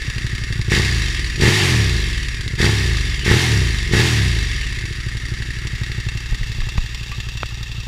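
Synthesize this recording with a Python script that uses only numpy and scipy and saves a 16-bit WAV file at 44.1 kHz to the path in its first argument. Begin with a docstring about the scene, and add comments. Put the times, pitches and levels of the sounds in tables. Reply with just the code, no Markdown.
"""A big V-twin motorcycle thumps at idle through a short open silencer, then is blipped five times.
Uneven firings ring the exhaust, the pistons pump on the overrun, valves and gears clatter and whine,
chains and intake hiss at high revs. A faint outdoor rumble lies underneath. Near the end the
microphone is carried round to the bike's flank and picks up a few bumps, clicks and a clink."""
import sys
import numpy as np
from scipy import signal
from scipy.fft import rfft, irfft
from scipy.io import wavfile
from scipy.ndimage import uniform_filter1d

SR = 44100
rng = np.random.default_rng(int(sys.argv[2]) if len(sys.argv) > 2 else 0)


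def generate_wav(signal):
    """Clip the signal to [-1, 1] and save it as 16-bit WAV at the path in sys.argv[1]."""
    frames = np.transpose(np.atleast_2d(signal))
    scaled = np.clip(frames, -1, 1) * 32767
    pcm = np.round(scaled).astype(np.int16)
    wavfile.write(sys.argv[1], SR, pcm)


N = 347067
T = np.arange(N) / SR
BIN_HZ = np.arange(N // 2 + 1) * SR / N + 1e-3

# outdoor rumble spectrum: freq_hz, gain_db
AIR_EQ = [(20, -49), (60, 31), (150, 25), (500, -51.5), (2000, -33), (15000, -67)]
# microphone bumps: centre_s, level_db, pitch_hz, width_s
MIC_BUMPS = [(6.324, -3, 30.4, 0.0057), (6.425, -11, 30, 0.0133), (6.618, -11, 26.2, 0.023),
             (6.804, -15, 23.4, 0.032)]
# microphone housing clicks: start_s, click_db, decay_s, thud_db
MIC_CLICKS = [(6.617, -28, .004, -30), (6.687, -33, .002, -50), (6.78, -20, .003, -5),
              (7.117, -31, .006, -50), (7.432, -7.5, .0009, -40)]
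# housing click spectrum: freq_hz, gain_db
HOUSING_EQ = [(300, -20), (600, -2), (1100, 9), (1700, -1.5), (2800, 4), (4000, -13), (9000, -40),
              (15000, -52)]
# microphone path from tail to flank: time_s, flank_share
MIC_PATH = [(0, 0.02), (5.2, 0.02), (6.1, 0.45), (7.2, 0.87), (7.87, 0.93)]
# balance along that path: time_s, firing_db, rasp_db, clatter_db
PATH_GAINS = [(0, -4, 3, 2), (2.4, -2, 0.5, 0), (5.1, -3.5, 0.5, -0.5), (5.8, -5, 2.5, 0), (6.4, -5, 1, 1),
              (7.1, -6.5, -0.5, 1.5), (7.87, -4, -4, -0.5)]
# tone change at the flank: freq_hz, gain_db
FLANK_EQ = [(120, -3.5), (340, -9), (800, 3.5), (1300, -6), (2250, -6.5), (2700, 4), (3000, -3),
            (3450, 1.5), (4200, -2.5), (7000, -2), (8200, -3), (10000, -9), (12000, 2)]

# hunting idle, in four-stroke cycles per second: time_s, cycle_hz
IDLE_SPEED = [(0, 12.75), (.2, 11.96), (.66, 11.03), (5, 11.83), (5.4, 11.95), (5.8, 12.26), (6.1, 11.56),
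              (7.2, 11.75), (7.87, 11.57)]
# throttle blips: start_s, run_up_s, top_cycle_hz, coast_tau_s, burn_delay_s, burn_length_s
THROTTLE_BLIPS = [(.672, .177, 33.34, .501, .025, .08), (1.373, .206, 52.91, .472, .022, .092),
                  (2.57, .147, 36.62, .55, .005, .085), (3.245, .163, 44.49, .474, -.008, .098),
                  (3.905, .153, 43.48, .499, .008, .087)]

# gear tones: teeth_per_cycle, gain_db
GEAR_MESHES = [(157, 0), (136, -6), (110, -7), (240, -6)]
# chain and intake hiss spectrum: freq_hz, gain_db
RUSH_EQ = [(400, -26), (750, 1), (1300, -0.5), (2800, 5.5), (5500, -3.5), (8000, -8.5), (11000, -14.5),
           (15000, -25.5)]
# silencer knock spectrum: freq_hz, gain_db
TAP_EQ = [(150, -2), (350, 8), (450, -14), (600, -25), (1400, -16), (1900, 11), (2700, -12), (4800, 5),
          (6200, -35), (10000, -20), (15000, -35)]
# valve knocks: position_cycles, gain_db
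VALVE_KNOCKS = [(.25, 2), (.33, -9), (.6, -6), (.7, -9), (.83, -7), (.97, -12)]
# engine case resonances: freq_hz, width_hz, gain_db
CASE_MODES = [(2725, 300, 19), (3142, 1220, 19), (3480, 315, 15.5), (3720, 260, 18), (4122, 1020, 11.5),
              (4645, 420, 15), (5684, 120, 12.5), (6780, 1200, 3), (9920, 980, 0)]
# broad clatter spectrum: freq_hz, gain_db
CLATTER_EQ = [(250, 6.5), (450, -2.5), (620, -18), (900, -9), (1250, -0.5), (1500, -22), (2500, -33.5),
              (4000, -2.5), (5700, 1.5), (6400, -7.5), (7500, -6), (8800, -10.5), (10000, -15.5),
              (11000, -18), (15000, -26.5)]
# silencer shell resonances: freq_hz, width_hz, gain_db
SHELL_MODES = [(1763, 200, 5.6), (1896, 300, 11.8), (2083, 185, 8.4)]
# suction strokes: position_cycles, width_cycles, amplitude
SUCTION_STROKES = [(.21, 0.058, -1.09), (.55, .04, -0.38), (.79, 0.049, -0.65)]
# resonances rung by suction: freq_hz, width_hz, gain_db
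GROWL_MODES = [(57, 22, 7.5), (114.5, 33, 12), (185, 64, -5), (382, 180, 12)]
# piston pumping against speed: cycle_hz, gain_db
PUMPING_GAINS = [(11.5, -29), (14, -32), (18, -28.5), (24, -26), (32, -23), (42, -27), (53, -36)]
# exhaust pipe resonances: freq_hz, width_hz, gain_db
PIPE_MODES = [(66, 30, -46), (109.3, 44.7, 7), (198.6, 21, -5.5), (349, 79, 0), (432.7, 13.3, -1.5),
              (864, 59, 1), (1230, 690, -1)]


def undb(db):
    """Decibels to gain."""
    return 10 ** (np.asarray(db) / 20)


def unit(x):
    """Scale to rms 1."""
    return x / np.sqrt(np.mean(x ** 2))


def power_sum_db(*gains):
    """Sum gains by power, in dB."""
    return 10 * np.log10(sum(gain ** 2 for gain in gains))


def bell(x, width):
    """Gaussian pulse, peak 1."""
    return np.exp(-.5 * (x / width) ** 2)


def curves(table):
    """Columns of a timed table, per sample."""
    time_s, *columns = np.transpose(table)
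    return [np.interp(T, time_s, column) for column in columns]


def colour(x, eq):
    """Filter by a spectral outline."""
    hz, db = np.transpose(eq)
    return irfft(rfft(x) * undb(np.interp(np.log(BIN_HZ), np.log(hz), db)), N)


def noise(eq):
    """Coloured noise, rms 1."""
    return unit(colour(rng.standard_normal(N), eq))


def ring(x, modes, order=1):
    """Parallel resonances; order 2 steepens the skirts."""
    out = 0
    for hz, width_hz, db in modes:
        b, a = signal.iirpeak(hz, hz / width_hz, fs=SR)
        out = out + undb(db) * signal.sosfilt([np.r_[b, a]] * order, x + 1e-18)
    return out


def wander(rate_hz):
    """Smooth random drift, rms 1."""
    hold = max(int(SR / rate_hz), 1)
    steps = np.repeat(rng.standard_normal(N // hold + 1), hold)
    return unit(uniform_filter1d(steps, hold)[:N])


def tail(x, decay_s):
    """Give each impulse an exponential tail."""
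    return signal.lfilter([1], [1, -np.exp(-1 / (decay_s * SR))], x + 1e-18)


def swell(start_s, attack_s, end_s, release_s):
    """Trapezoid envelope, 0-1."""
    return np.clip(np.minimum((T - start_s) / attack_s, 1 - (T - end_s) / release_s), 0, 1)


def passes(cycle, position):
    """Samples where the crank passes a cycle position."""
    return np.flatnonzero(np.diff(np.floor(cycle - position)) > 0)


def knocks(cycle, rows, scatter_db):
    """Crank-locked impulses of scattered size."""
    out = np.zeros(N)
    for position, db in rows:
        at = passes(cycle, position)
        out[at] += undb(db + scatter_db * rng.standard_normal(len(at)))
    return out


def outdoor_air(level_db=-46, drift_db=2):
    """Faint, slowly drifting rumble."""
    return noise(AIR_EQ) * undb(level_db + drift_db * wander(2.1))


def clink(start_s=7.12, decay_s=.022):
    """A small loose part rings briefly."""
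    age_s = np.maximum(T - start_s, 0)
    tones = sum(undb(db) * np.sin(2 * np.pi * hz * age_s) for hz, db in ((1170, -31), (2500, -37)))
    return tones * np.exp(-age_s / decay_s)


def mic_handling(thud_s=.002, rebound_s=.0066, rebound=.56):
    """Steps shake the microphone; its housing knocks and clicks."""
    thumps, clicks = np.zeros(N), np.zeros(N)
    for centre_s, db, hz, width_s in MIC_BUMPS:
        thumps += undb(db) * np.sin(2 * np.pi * hz * (T - centre_s)) * bell(T - centre_s, width_s)
    for start_s, click_db, decay_s, thud_db in MIC_CLICKS:
        clicks += undb(click_db) * (T >= start_s) * np.exp(-np.abs(T - start_s) / decay_s)
        age_s = T - start_s - thud_s
        push = np.exp(-(age_s / thud_s) ** 2)
        recoil = rebound * np.exp(-(age_s / rebound_s - 1) ** 2)
        thumps += undb(thud_db) * (push - recoil)
    return thumps + clicks * noise(HOUSING_EQ)


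def crank_speed(coast_hz=7.03, bend=1.12):
    """Blips run the crank up; friction drags it towards coast_hz until the idle catches it."""
    idle_hz, = curves(IDLE_SPEED)
    cycle_hz = idle_hz
    for start_s, run_up_s, top_hz, coast_tau_s, *_ in THROTTLE_BLIPS:
        run_up = np.sin(np.pi / 2 * np.clip((T - start_s) / run_up_s, 0, 1)) ** bend
        coast = np.exp(-np.maximum(T - start_s - run_up_s, 0) / coast_tau_s)
        goal_hz = coast_hz + (top_hz - coast_hz) * coast
        start_hz = np.interp(start_s, T, cycle_hz)
        blip_hz = start_hz + (goal_hz - start_hz) * run_up
        cycle_hz = np.where(T > start_s, np.maximum(idle_hz, blip_hz), cycle_hz)
    return cycle_hz


def engine_load(cycle_hz, catch_hz=5.9, fill_s=.013, empty_s=.16, attack_s=.018, release_s=.042):
    """Throttle opening, hard burning and soft idle firing, each 0-1."""
    overrun_throttle, idle_throttle, blip_throttle = .15, .38, .94
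    idling = np.clip(1 - (cycle_hz - curves(IDLE_SPEED)[0]) / catch_hz, 0, 1)
    opened, burn = 0, 0
    for start_s, run_up_s, _, _, delay_s, burn_s in THROTTLE_BLIPS:
        onset_s = start_s + delay_s
        # the first crack of throttle brings soft firings back just before the blip
        idling = np.maximum(idling, swell(start_s - .033, .026, onset_s, attack_s))
        opened = opened + swell(onset_s, fill_s, start_s + run_up_s, empty_s)
        burn = burn + swell(onset_s, attack_s, onset_s + burn_s, release_s)
    closed = overrun_throttle + idling * (idle_throttle - overrun_throttle)
    throttle = np.clip(closed + opened * (blip_throttle - closed), 0, 1)
    return throttle, burn, idling


def engine_levels_db(cycle_hz, burn, idling, reference_hz=24):
    """Firing, rasp and clatter grow with speed, jump under load and vary along the microphone path."""
    octaves = np.log2(cycle_hz / reference_hz)
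    firing_db = power_sum_db(undb(-13 + 5 * octaves), burn * undb(2), idling * undb(-.5))
    rasp_db = power_sum_db(undb(-30.5 + 5.5 * octaves), burn ** 2 * undb(-22))
    clatter_db = power_sum_db(undb(-28.5 + 6 * octaves), burn ** 2 * undb(-22.5))
    return np.array([firing_db, rasp_db, clatter_db]) + curves(PATH_GAINS)


def gear_whine(cycle, cycle_hz, flicker_db=3, case_cutoff_hz=6300):
    """Meshing teeth whine through the cases; uneven crank rotation smears the tones."""
    whine_db = np.interp(cycle_hz, [13, 19, 25, 34, 50], [-43, -37, -35.5, -37, -39])
    out = 0
    for teeth, db in GEAR_MESHES:
        mesh = teeth * cycle + .2 * wander(130) + .5 * np.sin(4 * np.pi * cycle)
        radiated = 1 / (1 + (teeth * cycle_hz / case_cutoff_hz) ** 8)
        out = out + radiated * np.sin(2 * np.pi * mesh) * undb(db + flicker_db * wander(60))
    return out * undb(whine_db)


def chain_intake_rush(cycle_hz, burn, lag_s=.012, limit_hz=44, reference_hz=48, db_per_octave=23):
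    """Chains and intake hiss: steep rise with speed up to a limit, plus a jump under load."""
    lagged_hz = np.minimum(np.interp(T - lag_s, T, cycle_hz), limit_hz)
    speed_gain = undb(-19.5 + db_per_octave * np.log2(lagged_hz / reference_hz))
    load_gain = burn * cycle_hz / reference_hz * undb(-26)
    return noise(RUSH_EQ) * np.hypot(speed_gain, load_gain)


def silencer_tap(cycle, cycle_hz, rasp_db, position=.24, boost_db=9, decay_s=.0029, gone_hz=30):
    """The strongest suction stroke knocks the silencer once a cycle, clear at low revs."""
    hits = knocks(cycle, [(position, 0)], scatter_db=.5)
    envelope = uniform_filter1d(tail(hits, decay_s), SR // 500)
    low_revs = np.clip(2 * (1 - cycle_hz / gone_hz), 0, 1)
    return envelope * low_revs * undb(rasp_db + boost_db) * noise(TAP_EQ)


def rattle(cycle, decay_s, steady, impact_db, scatter_db, count=30):
    """Valve knocks trailing into noise, over small impacts that repeat each cycle; levelled to rms 1."""
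    pace = np.gradient(cycle) * SR / 30  # 1 at 30 cycles/s
    bursts = tail(knocks(cycle, VALVE_KNOCKS, scatter_db / 2), decay_s)
    hiss = (steady * np.sqrt(pace) + bursts) * rng.standard_normal(N)
    positions = (np.arange(count) + rng.random(count)) / count
    sizes_db = 3 * rng.standard_normal(count)
    impacts = knocks(cycle, zip(positions, sizes_db), scatter_db)
    sound = unit(hiss) + pace * undb(impact_db) * unit(impacts)
    return sound / np.sqrt(uniform_filter1d(sound ** 2, SR // 6))


def silencer_rasp(cycle, rasp_db):
    """Short impacts ring the silencer shell."""
    blows = rattle(cycle, decay_s=.0013, steady=.37, impact_db=3.5, scatter_db=2.5)
    return undb(rasp_db) * unit(ring(blows, SHELL_MODES, order=2))


def valve_clatter(cycle, clatter_db, cases_db=-4, broad_db=-3):
    """Valve gear and chains clatter in the engine cases."""
    blows = rattle(cycle, decay_s=.005, steady=.71, impact_db=-21, scatter_db=5)
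    cases = undb(cases_db) * unit(ring(blows, CASE_MODES, order=2))
    broad = undb(broad_db) * unit(colour(blows, CLATTER_EQ))
    return undb(clatter_db) * (cases + broad)


def piston_pumping(cycle, cycle_hz, throttle, late_cycles=.16, full_width_hz=17, steepen_hz=24):
    """Pistons suck gas through the pipe: a round growl on the overrun, short late gulps at idle."""
    fullness = np.minimum(cycle_hz / full_width_hz, 1)
    phase = cycle - late_cycles * (1 - fullness) + .003 * wander(40)
    # strokes steepen at high revs, adding overtones
    width_scale = fullness * np.minimum(steepen_hz / cycle_hz, 1) ** .68
    wave = 0
    for position, width_cycles, amplitude in SUCTION_STROKES:
        offset_cycles = (phase - position + .5) % 1 - .5
        wave = wave + amplitude * bell(offset_cycles, width_cycles * width_scale)
    wave = unit(wave - wave.mean()) * undb(.7 * wander(35))
    growl = undb(-2) * ring(wave, GROWL_MODES)
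    flutter = undb(-27) * unit(ring(rng.standard_normal(N), PIPE_MODES[1:5]))
    vacuum = 1 - .5 * throttle
    speed_db = np.interp(cycle_hz, *np.transpose(PUMPING_GAINS))
    return (wave + growl + flutter) * vacuum * undb(speed_db)


def firing_pulses(cycle, cycle_hz, throttle, firing_db, soft_cycles=.014, sharp_s=.00041):
    """Two cylinders fire unevenly; throttle makes the pulses sharper and more alike."""
    out = np.zeros(N)
    scatter_db = 3.04
    for position, idle_db, open_db in ((0, 0, 0), (.595, -9, -2)):
        for i in passes(cycle, position):
            width_s = (1 - throttle[i]) * soft_cycles / cycle_hz[i] + throttle[i] * sharp_s
            evenness = max(throttle[i], np.interp(cycle_hz[i], [13, 28], [0, 1]))
            cylinder_db = idle_db + evenness * (open_db - idle_db)
            size = undb(firing_db[i] + cylinder_db + scatter_db * rng.standard_normal())
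            near = slice(max(i - 500, 0), i + 500)
            out[near] += size * bell(T[near] - T[i], width_s) * sharp_s / width_s
    return out


def exhaust(pulses, cycle_hz, throttle, burn, flow_s=.0051, round_trip_s=.00395, full_flow_hz=29):
    """Pulses ring the pipe and bark straight out under load; turbulent gas cracks in the shell."""
    flow = tail(pulses, flow_s) / (flow_s * SR) * undb(-16 + 4 * (throttle + burn))
    turbulence = undb(12) * flow * rng.standard_normal(N)
    # the open end reflects each pulse inverted; at small throttle this rivals the pulse itself
    echo = np.interp(T - round_trip_s, T, pulses)
    wave = (.27 + .35 * throttle) * pulses - .49 * (1 - .5 * throttle) * echo
    drive = undb(3.5) * (wave + turbulence)
    # fast gas damps the deep modes; only hard, steep pulses reach the upper ones
    deep = ring(drive * undb(-6 * burn), PIPE_MODES[:2])
    middle = ring(drive, PIPE_MODES[2:5])
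    upper = ring(drive * throttle, PIPE_MODES[5:])
    front = tail(pulses, decay_s=.002) / (.00048 * SR)
    suck = tail(echo, decay_s=.0011) / (.0042 * SR)
    bark = undb(-6) * burn * (front - .94 * suck)
    gas_speed = np.minimum(cycle_hz / full_flow_hz, 1)
    shell = unit(ring(rng.standard_normal(N), SHELL_MODES, order=2))
    crack = undb(-3) * flow * gas_speed ** 2 * shell
    return deep + middle + upper + bark + crack


def scene():
    """The bike from behind, then from its flank, over outdoor rumble; mono."""
    cycle_hz = crank_speed()
    cycle = np.cumsum(cycle_hz) / SR
    throttle, burn, idling = engine_load(cycle_hz)
    firing_db, rasp_db, clatter_db = engine_levels_db(cycle_hz, burn, idling)
    pulses = firing_pulses(cycle, cycle_hz, throttle, firing_db)
    bike = exhaust(pulses, cycle_hz, throttle, burn) + piston_pumping(cycle, cycle_hz, throttle)
    bike += silencer_rasp(cycle, rasp_db) + valve_clatter(cycle, clatter_db)
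    bike += silencer_tap(cycle, cycle_hz, rasp_db)
    bike += gear_whine(cycle, cycle_hz) + chain_intake_rush(cycle_hz, burn)
    flank, = curves(MIC_PATH)
    bike = (1 - flank) * bike + flank * colour(bike, FLANK_EQ)
    return (bike + outdoor_air() + mic_handling() + clink())[None]


def record(dry):
    """20 Hz high-pass, peak clip, steep 15.4 kHz low-pass."""
    sound = signal.sosfilt(signal.butter(1, 20, "high", fs=SR, output="sos"), dry)
    sound = np.clip(sound, -.95, .95)
    return signal.sosfilt(signal.ellip(8, .2, 70, 15400, fs=SR, output="sos"), sound)


dry = scene()
out = record(dry)
generate_wav(out)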